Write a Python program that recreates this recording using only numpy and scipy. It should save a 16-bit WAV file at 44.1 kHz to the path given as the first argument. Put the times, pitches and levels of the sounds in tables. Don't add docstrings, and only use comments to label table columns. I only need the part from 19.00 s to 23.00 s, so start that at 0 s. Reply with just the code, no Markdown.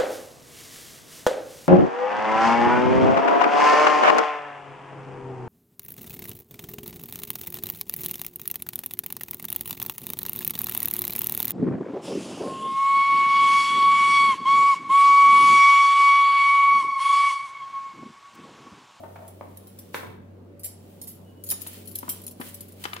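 import sys
import numpy as np
from scipy import signal
from scipy.fft import rfft, irfft
from scipy.io import wavfile
from scipy.ndimage import uniform_filter1d

SR = 44100
rng = np.random.default_rng(int(sys.argv[2]) if len(sys.argv) > 2 else 0)


def generate_wav(signal):
    frames = np.transpose(np.atleast_2d(signal))
    scaled = np.clip(frames, -1, 1) * 32767
    pcm = np.round(scaled).astype(np.int16)
    wavfile.write(sys.argv[1], SR, pcm)


N = 176400
EDGE_HZ = 15800
# pitch_hz, gain_db
VESSEL_MODES = [(645, 2), (1200, -5)]


def bangles():
    # start_s, level_db, second_set_share (0-1), t60_s, chatter_s, pan_db (left minus right)
    clashes = [(0.279, -44, 0, 0.038, 0.0083, -0.5), (0.572, -42.5, 0.14, 0.042, 0.004, -2.5),
               (0.671, -46, 0, .12, 0.0028, -0.5), (0.788, -40.5, 0, 0.046, 0.009, 1),
               (1.595, -46.5, 0.2, 0.12, 0.0045, -2), (1.634, -33, 0.2, 0.15, 0.017, 2),
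               (1.644, -28, 0.02, 0.055, 0.02, -1), (2.015, -35.5, 0.9, 0.079, 0.0046, -2),
               (2.037, -44, 0.8, 0.059, .004, -3.5), (2.073, -34, 0.6, 0.24, 0.012, -2),
               (2.438, -35.5, 1, 0.092, 0.0024, 4.5), (2.464, -36.5, 1, 0.21, 0.0077, 1),
               (2.489, -29, 1, 0.053, 0.0074, 2.5), (2.502, -25.5, 0.85, 0.029, 0.002, -3),
               (2.51, -20.5, 1, 0.11, 0.0053, 0), (2.618, -34.5, 1, 0.059, .001, 9.5),
               (2.67, -33, 0.1, 0.092, 0.0063, 1.5), (2.874, -37, 1, 0.21, 0.0034, 8.5),
               (2.953, -39, 0.5, 0.025, .001, -6.5), (2.956, -29, 0.45, 0.032, 0.0018, 4.5),
               (2.987, -32.5, 0.8, 0.022, 0.0045, 3), (3.091, -23, .01, 0.12, 0.0075, 1),
               (3.266, -34.5, 0.3, 0.047, 0.00084, 2.5), (3.279, -37.5, 0.8, 0.054, 0.0025, 5.5),
               (3.403, -38.5, 0.05, 0.6, 0.0071, 3), (3.544, -37, 0.1, 0.03, 0.0083, 2),
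               (3.607, -38, 1, 0.06, .003, 6), (3.839, -39.5, 0.3, 0.023, 0.0018, 3.5),
               (3.939, -43, 0.8, 0.049, .004, 9.5)]
    # time_s, send_db
    wrist_send = [(1.6, -6), (2.9, -8.5), (3.8, -10.5)]
    jiggle_from_s, jiggles_per_s = 2.55, 12
    jiggles = [(jiggle_from_s + (k + when) / jiggles_per_s, -49.5 + 6 * force, share, .05, .006, 0)
               for k, (when, force, share) in enumerate(rng.random((15, 3)))]
    direct, send = buses = np.zeros((2, 2, N))
    for start_s, level_db, share, t60_s, chatter_s, pan_db in clashes + jiggles:
        sound = clink(level_db, share, t60_s, chatter_s)
        place(direct, start_s, sound, level_db, pan_db)
        place(send, start_s, sound, level_db + np.interp(start_s, *np.transpose(wrist_send)))
    return buses


def clink(level_db, second_share, t60_s, chatter_s):
    t = np.arange(SR // 2) / SR
    chatter_db, contacts_per_s = -6, 1400
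    contacts = amp(chatter_db) * rng.standard_normal(len(t))
    contacts *= (rng.random(len(t)) < contacts_per_s / SR) * np.exp(-(t / chatter_s) ** 2)
    contacts[0] = 1
    contacts = unit(contacts[:SR // 20])
    decay = amp(-60 * t / t60_s) + amp(-32 - 60 * t / .35)
    envelope = np.sqrt(abs(signal.fftconvolve(decay ** 2, contacts ** 2)[:len(t)]))
    ring = unit(bangle_ring(t, level_db, second_share) * envelope)
    return ring + signal.fftconvolve(jangle(t, t60_s), contacts[None], axes=1)[:, :len(t)]


def bangle_ring(t, level_db, second_share):
    # pitch_hz, gain_db
    first_set = [(5690, -15), (7585, -8), (10765, 2.5), (12150, 1), (14600, 0)]
    second_set = [(5330, -12), (6830, -4), (7750, -20), (9800, -2), (10160, 3.5), (13050, 10), (15000, -5)]
    low_pitches = [3110, 3920, 4730, 5170, 6330]
    low_modes = [(hz, 0) for hz in low_pitches]
    low_share = amp(-15.5 + .36 * level_db) ** 2
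    per_set, detune, spread_db = 3, .00464, 4
    ring = 0
    for modes, share in (first_set, 1 - second_share), (second_set, second_share), (low_modes, low_share):
        hz, gain_db = np.transpose(modes * per_set)[:, :, None]
        hz = hz * (1 + detune * rng.standard_normal(hz.shape))
        phase = 2 * np.pi * (hz * t + rng.random((2, len(hz), 1)))
        gain = amp(gain_db + spread_db * rng.standard_normal(hz.shape))
        ring = ring + np.sqrt(share) * unit((gain * np.sin(phase.astype("f"))).sum(1))
    return ring


def jangle(t, t60_s):
    # frequency_hz, gain_db
    spectrum = [(600, -71), (2000, -15.5), (4400, -9), (6300, -12.5), (7400, -11), (9600, 1), (11200, 3.5),
                (12400, -4), (14000, -2.5), (15300, -3.5), (16500, -12)]
    cluster_hz, cluster_db, snap_s = 150, 5, .008
    dense = colour(rng.standard_normal((2, len(t))), spectrum)
    hz = np.arange(0, EDGE_HZ, cluster_hz)
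    glassy = colour(dense, np.column_stack([hz, cluster_db * rng.standard_normal(len(hz))]))
    glassy *= amp(-60 * t / (.85 * t60_s))
    snap = dense[::-1] * np.exp(-t / snap_s)
    return amp(-2) * unit(glassy) + amp(-7) * unit(snap)


def tub_bumps():
    # start_s, level_db, low_hz, high_hz, t60_s
    hits = [(2.520, -39.5, 293, 2150, 0.047), (2.665, -43, 396, 3870, 0.031),
            (3.029, -35.5, 147, 1190, 0.031), (3.080, -36.5, 157, 1260, 0.037),
            (3.396, -33.5, 161, 750, 0.052), (3.412, -35, 183, 2550, 0.055),
            (3.840, -34.5, 885, 5950, 0.051), (3.853, -28.5, 406, 2940, 0.033),
            (3.932, -32, 970, 2550, 0.021), (3.965, -36.5, 836, 3100, 0.019)]
    # pitch_hz, gain_db
    modes = [(255, 2.5), (1000, 3.5), (1240, 2), (2120, 3.5), (3020, 3)]
    return strike(hits, modes, ring_db=-10.5, ring_life=.9, send_db=-10, pan_db=5)


def utensil_clacks():
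    # start_s, level_db, low_hz, high_hz, t60_s
    hits = [(.944, -28, 141, 2340, 0.02), (1.030, -37, 201, 650, 0.027), (1.055, -43.5, 83.5, 216, 0.14)]
    # pitch_hz, gain_db
    modes = [(440, -3), (1000, 1), (1080, 3), (1310, -2), (2120, -4.5)]
    return strike(hits, modes, ring_db=-11.5, ring_life=1.27, send_db=-2)


def vessel_knocks():
    # start_s, level_db, low_hz, high_hz, t60_s
    hits = [(.034, -38, 506, 825, 0.067), (.158, -43, 730, 1240, 0.04), (.222, -41.5, 450, 660, 0.23),
            (.410, -36.5, 280, 980, 0.0074)]
    return strike(hits, VESSEL_MODES, ring_db=-12.5, ring_life=.66, send_db=-2)


def strike(hits, modes, ring_db, ring_life, send_db, pan_db=0):
    direct, send = buses = np.zeros((2, 2, N))
    for start_s, level_db, low_hz, high_hz, t60_s in hits:
        sound = knock(modes, ring_db, ring_life, low_hz, high_hz, t60_s)
        place(direct, start_s, sound, level_db, pan_db)
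        place(send, start_s, sound, level_db + send_db)
    return buses


def knock(modes, ring_db, ring_life, low_hz, high_hz, t60_s):
    t = np.arange(SR // 4) / SR
    likeness, rise_cycles = .61, 1.43
    centre, sides = rng.standard_normal(len(t)), rng.standard_normal((2, len(t)))
    dense = (np.sqrt(likeness) * centre + np.sqrt(1 - likeness) * sides) * amp(-60 * t / t60_s)
    ring = 0
    for hz, gain_db in modes:
        mode_t60_s = t60_s * ring_life / np.sqrt(hz / 1000)
        ring += amp(gain_db - 60 * t / mode_t60_s) * np.sin(2 * np.pi * (hz * t + rng.random()))
    attack = 1 - np.exp(-t * high_hz / rise_cycles)
    blow = (unit(dense) + amp(ring_db) * unit(ring)) * attack
    hz = abs(np.fft.fftfreq(len(t), 1 / SR)) + 1
    log_gain = -.5 * np.log((1 + (low_hz / hz) ** 6) * (1 + (hz / high_hz) ** 5))
    band = np.exp(signal.hilbert(log_gain).conj())
    return np.fft.ifft(np.fft.fft(blow) * band).real


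def grainy_hiss():
    # time_s, level_db
    envelope = [(0, -58), (.52, -60), (0.926, -57), (0.951, -38), (1.2, -71.5), (1.58, -73), (1.9, -57.5),
                (2.4, -64.5), (2.56, -50), (2.76, -43.5), (2.9, -56), (3.16, -45.5), (3.35, -64.5),
                (3.467, -40.5), (3.53, -50), (3.76, -57), (3.82, -45.5), (4, -54.5)]
    # frequency_hz, gain_db
    spectrum = [(300, -2), (1000, -2), (3000, 6), (6000, 0), (9500, 4), (12500, 3), (15500, 7.5)]
    grains_per_s = 9000
    grains = rng.standard_normal((2, N)) * (rng.random(N) < grains_per_s / SR)
    return unit_rms(colour(grains, spectrum)) * amp(np.interp(np.arange(N) / SR, *np.transpose(envelope)))


def vessel_scrape():
    t = np.arange(N) / SR
    end_s, fade_s = .32, .05
    friction = rng.standard_normal((2, N)) * np.exp(drift(30) / 2)
    friction *= np.clip((end_s - t) / fade_s, 0, 1)
    b, a = signal.iirpeak(VESSEL_MODES[0][0], Q=4, fs=SR)
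    body = signal.lfilter(b, a, signal.lfilter(b, a, friction))
    return amp(-50) * np.sqrt(end_s * SR) * unit(body)


def metal_tone():
    t = np.arange(N) / SR
    pitch_hz, start_s, end_s = 2930, 2.24, 2.45
    swells = abs(np.sin(2 * np.pi * np.clip((t - start_s) / (end_s - start_s), 0, 1)))
    cycles = np.cumsum(pitch_hz * (1 + .005 * drift(60))) / SR
    return amp(-64.5) * swells * np.sin(2 * np.pi * cycles)


def motor_hum():
    # pitch_hz, level_db
    tones = [(95.3, -51), (173, -65.5), (190.6, -58.5), (237, -60), (285.6, -73), (570, -65)]
    t, hum = np.arange(N) / SR, 0
    for k, (hz, level_db) in enumerate(tones):
        depth = 1 if k else .2
        waver = 1 + depth * (drift(6) + 1j * drift(6))
        hum += amp(level_db) * unit_rms((waver * np.exp(2j * np.pi * hz * t)).real)
    return hum


def room_tone():
    # frequency_hz, gain_db
    spectrum = [(15, -57), (25, -25), (68, -10.5), (97, -14.5), (137, 1), (373, 0), (591, -5.5),
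                (1160, -19.5), (7110, -42.5), (16000, -61)]
    # frequency_hz, left_right_likeness (0-1)
    image = [(100, 0.77), (250, 0.8), (600, 0.15), (2000, 0.04)]
    hz, patch_db = np.fft.rfftfreq(2048, 1 / SR), 2.24
    a, b, c, d, patches = rng.standard_normal((N // 512 + 5, len(hz), 5)).T
    patches = uniform_filter1d(patches, size=10, axis=0)
    patches = unit_rms(uniform_filter1d(patches, size=6, axis=1))
    likeness = curve_at(image, hz)[:, None]
    left = a + 1j * b
    right = likeness * left + np.sqrt(1 - likeness ** 2) * (c + 1j * d)
    frames = np.array([left, right]) * amp(curve_at(spectrum, hz)[:, None] + patch_db * patches)
    return amp(-51) * unit_rms(signal.istft(frames, nperseg=2048, noverlap=1536)[1][:, :N])


def kitchen_reverb(send):
    # frequency_hz, t60_s
    decay = [(400, 0.66), (3700, 0.55), (9700, 0.33), (15000, 0.13)]
    predelay_s, early_db, early_s = .0033, 2, .023
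    taps = rng.standard_normal((2, SR)) * (rng.random((2, SR)) < .2)
    hz, t, frames = signal.stft(taps, SR, nperseg=256)
    tail = signal.istft(frames * amp(-60 * t / curve_at(decay, hz)[:, None]), SR)[1]
    t = np.arange(tail.shape[1]) / SR
    tail *= (t > predelay_s) * amp(early_db * np.exp(-t / early_s))
    return signal.fftconvolve(send, unit(tail), axes=1)[:, :N]


def place(bus, start_s, sound, level_db, pan_db=0):
    lead_s_per_db = .00006
    for channel, side_db in enumerate((pan_db / 2, -pan_db / 2)):
        start = max(0, round((start_s - side_db * lead_s_per_db) * SR))
        slot = bus[channel, start:start + sound.shape[1]]
        slot += unit(sound[channel])[:len(slot)] * np.sqrt(.01 * SR) * amp(level_db + side_db)


def amp(db):
    return 10 ** (np.asarray(db) / 20)


def unit(x):
    return x / np.sqrt((x ** 2).sum(-1, keepdims=True) + 1e-20)


def unit_rms(x):
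    return unit(x) * np.sqrt(x.shape[-1])


def curve_at(points, hz):
    point_hz, value = np.transpose(points)
    return np.interp(np.log(hz + 1), np.log(point_hz + 1), value)


def colour(x, points):
    n = x.shape[-1]
    return irfft(rfft(x) * amp(curve_at(points, np.fft.rfftfreq(n, 1 / SR))), n)


def drift(top_hz):
    steps = np.arange(0, N, 200)
    hz = np.geomspace(top_hz / 10, top_hz, 20)[:, None]
    waves = np.sin(2 * np.pi * (hz * steps / SR + rng.random((20, 1))))
    return np.interp(np.arange(N), steps, unit_rms(waves.sum(0)))


def scene():
    bed = motor_hum() + room_tone() + grainy_hiss() + metal_tone() + vessel_scrape()
    direct, send = bangles() + vessel_knocks() + utensil_clacks() + tub_bumps()
    return bed + direct + kitchen_reverb(send)


def record(dry):
    lowpass = signal.firwin(255, EDGE_HZ, window=("kaiser", 9), fs=SR)
    return signal.oaconvolve(dry, lowpass[None], "same")


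dry = scene()
out = record(dry)
generate_wav(out)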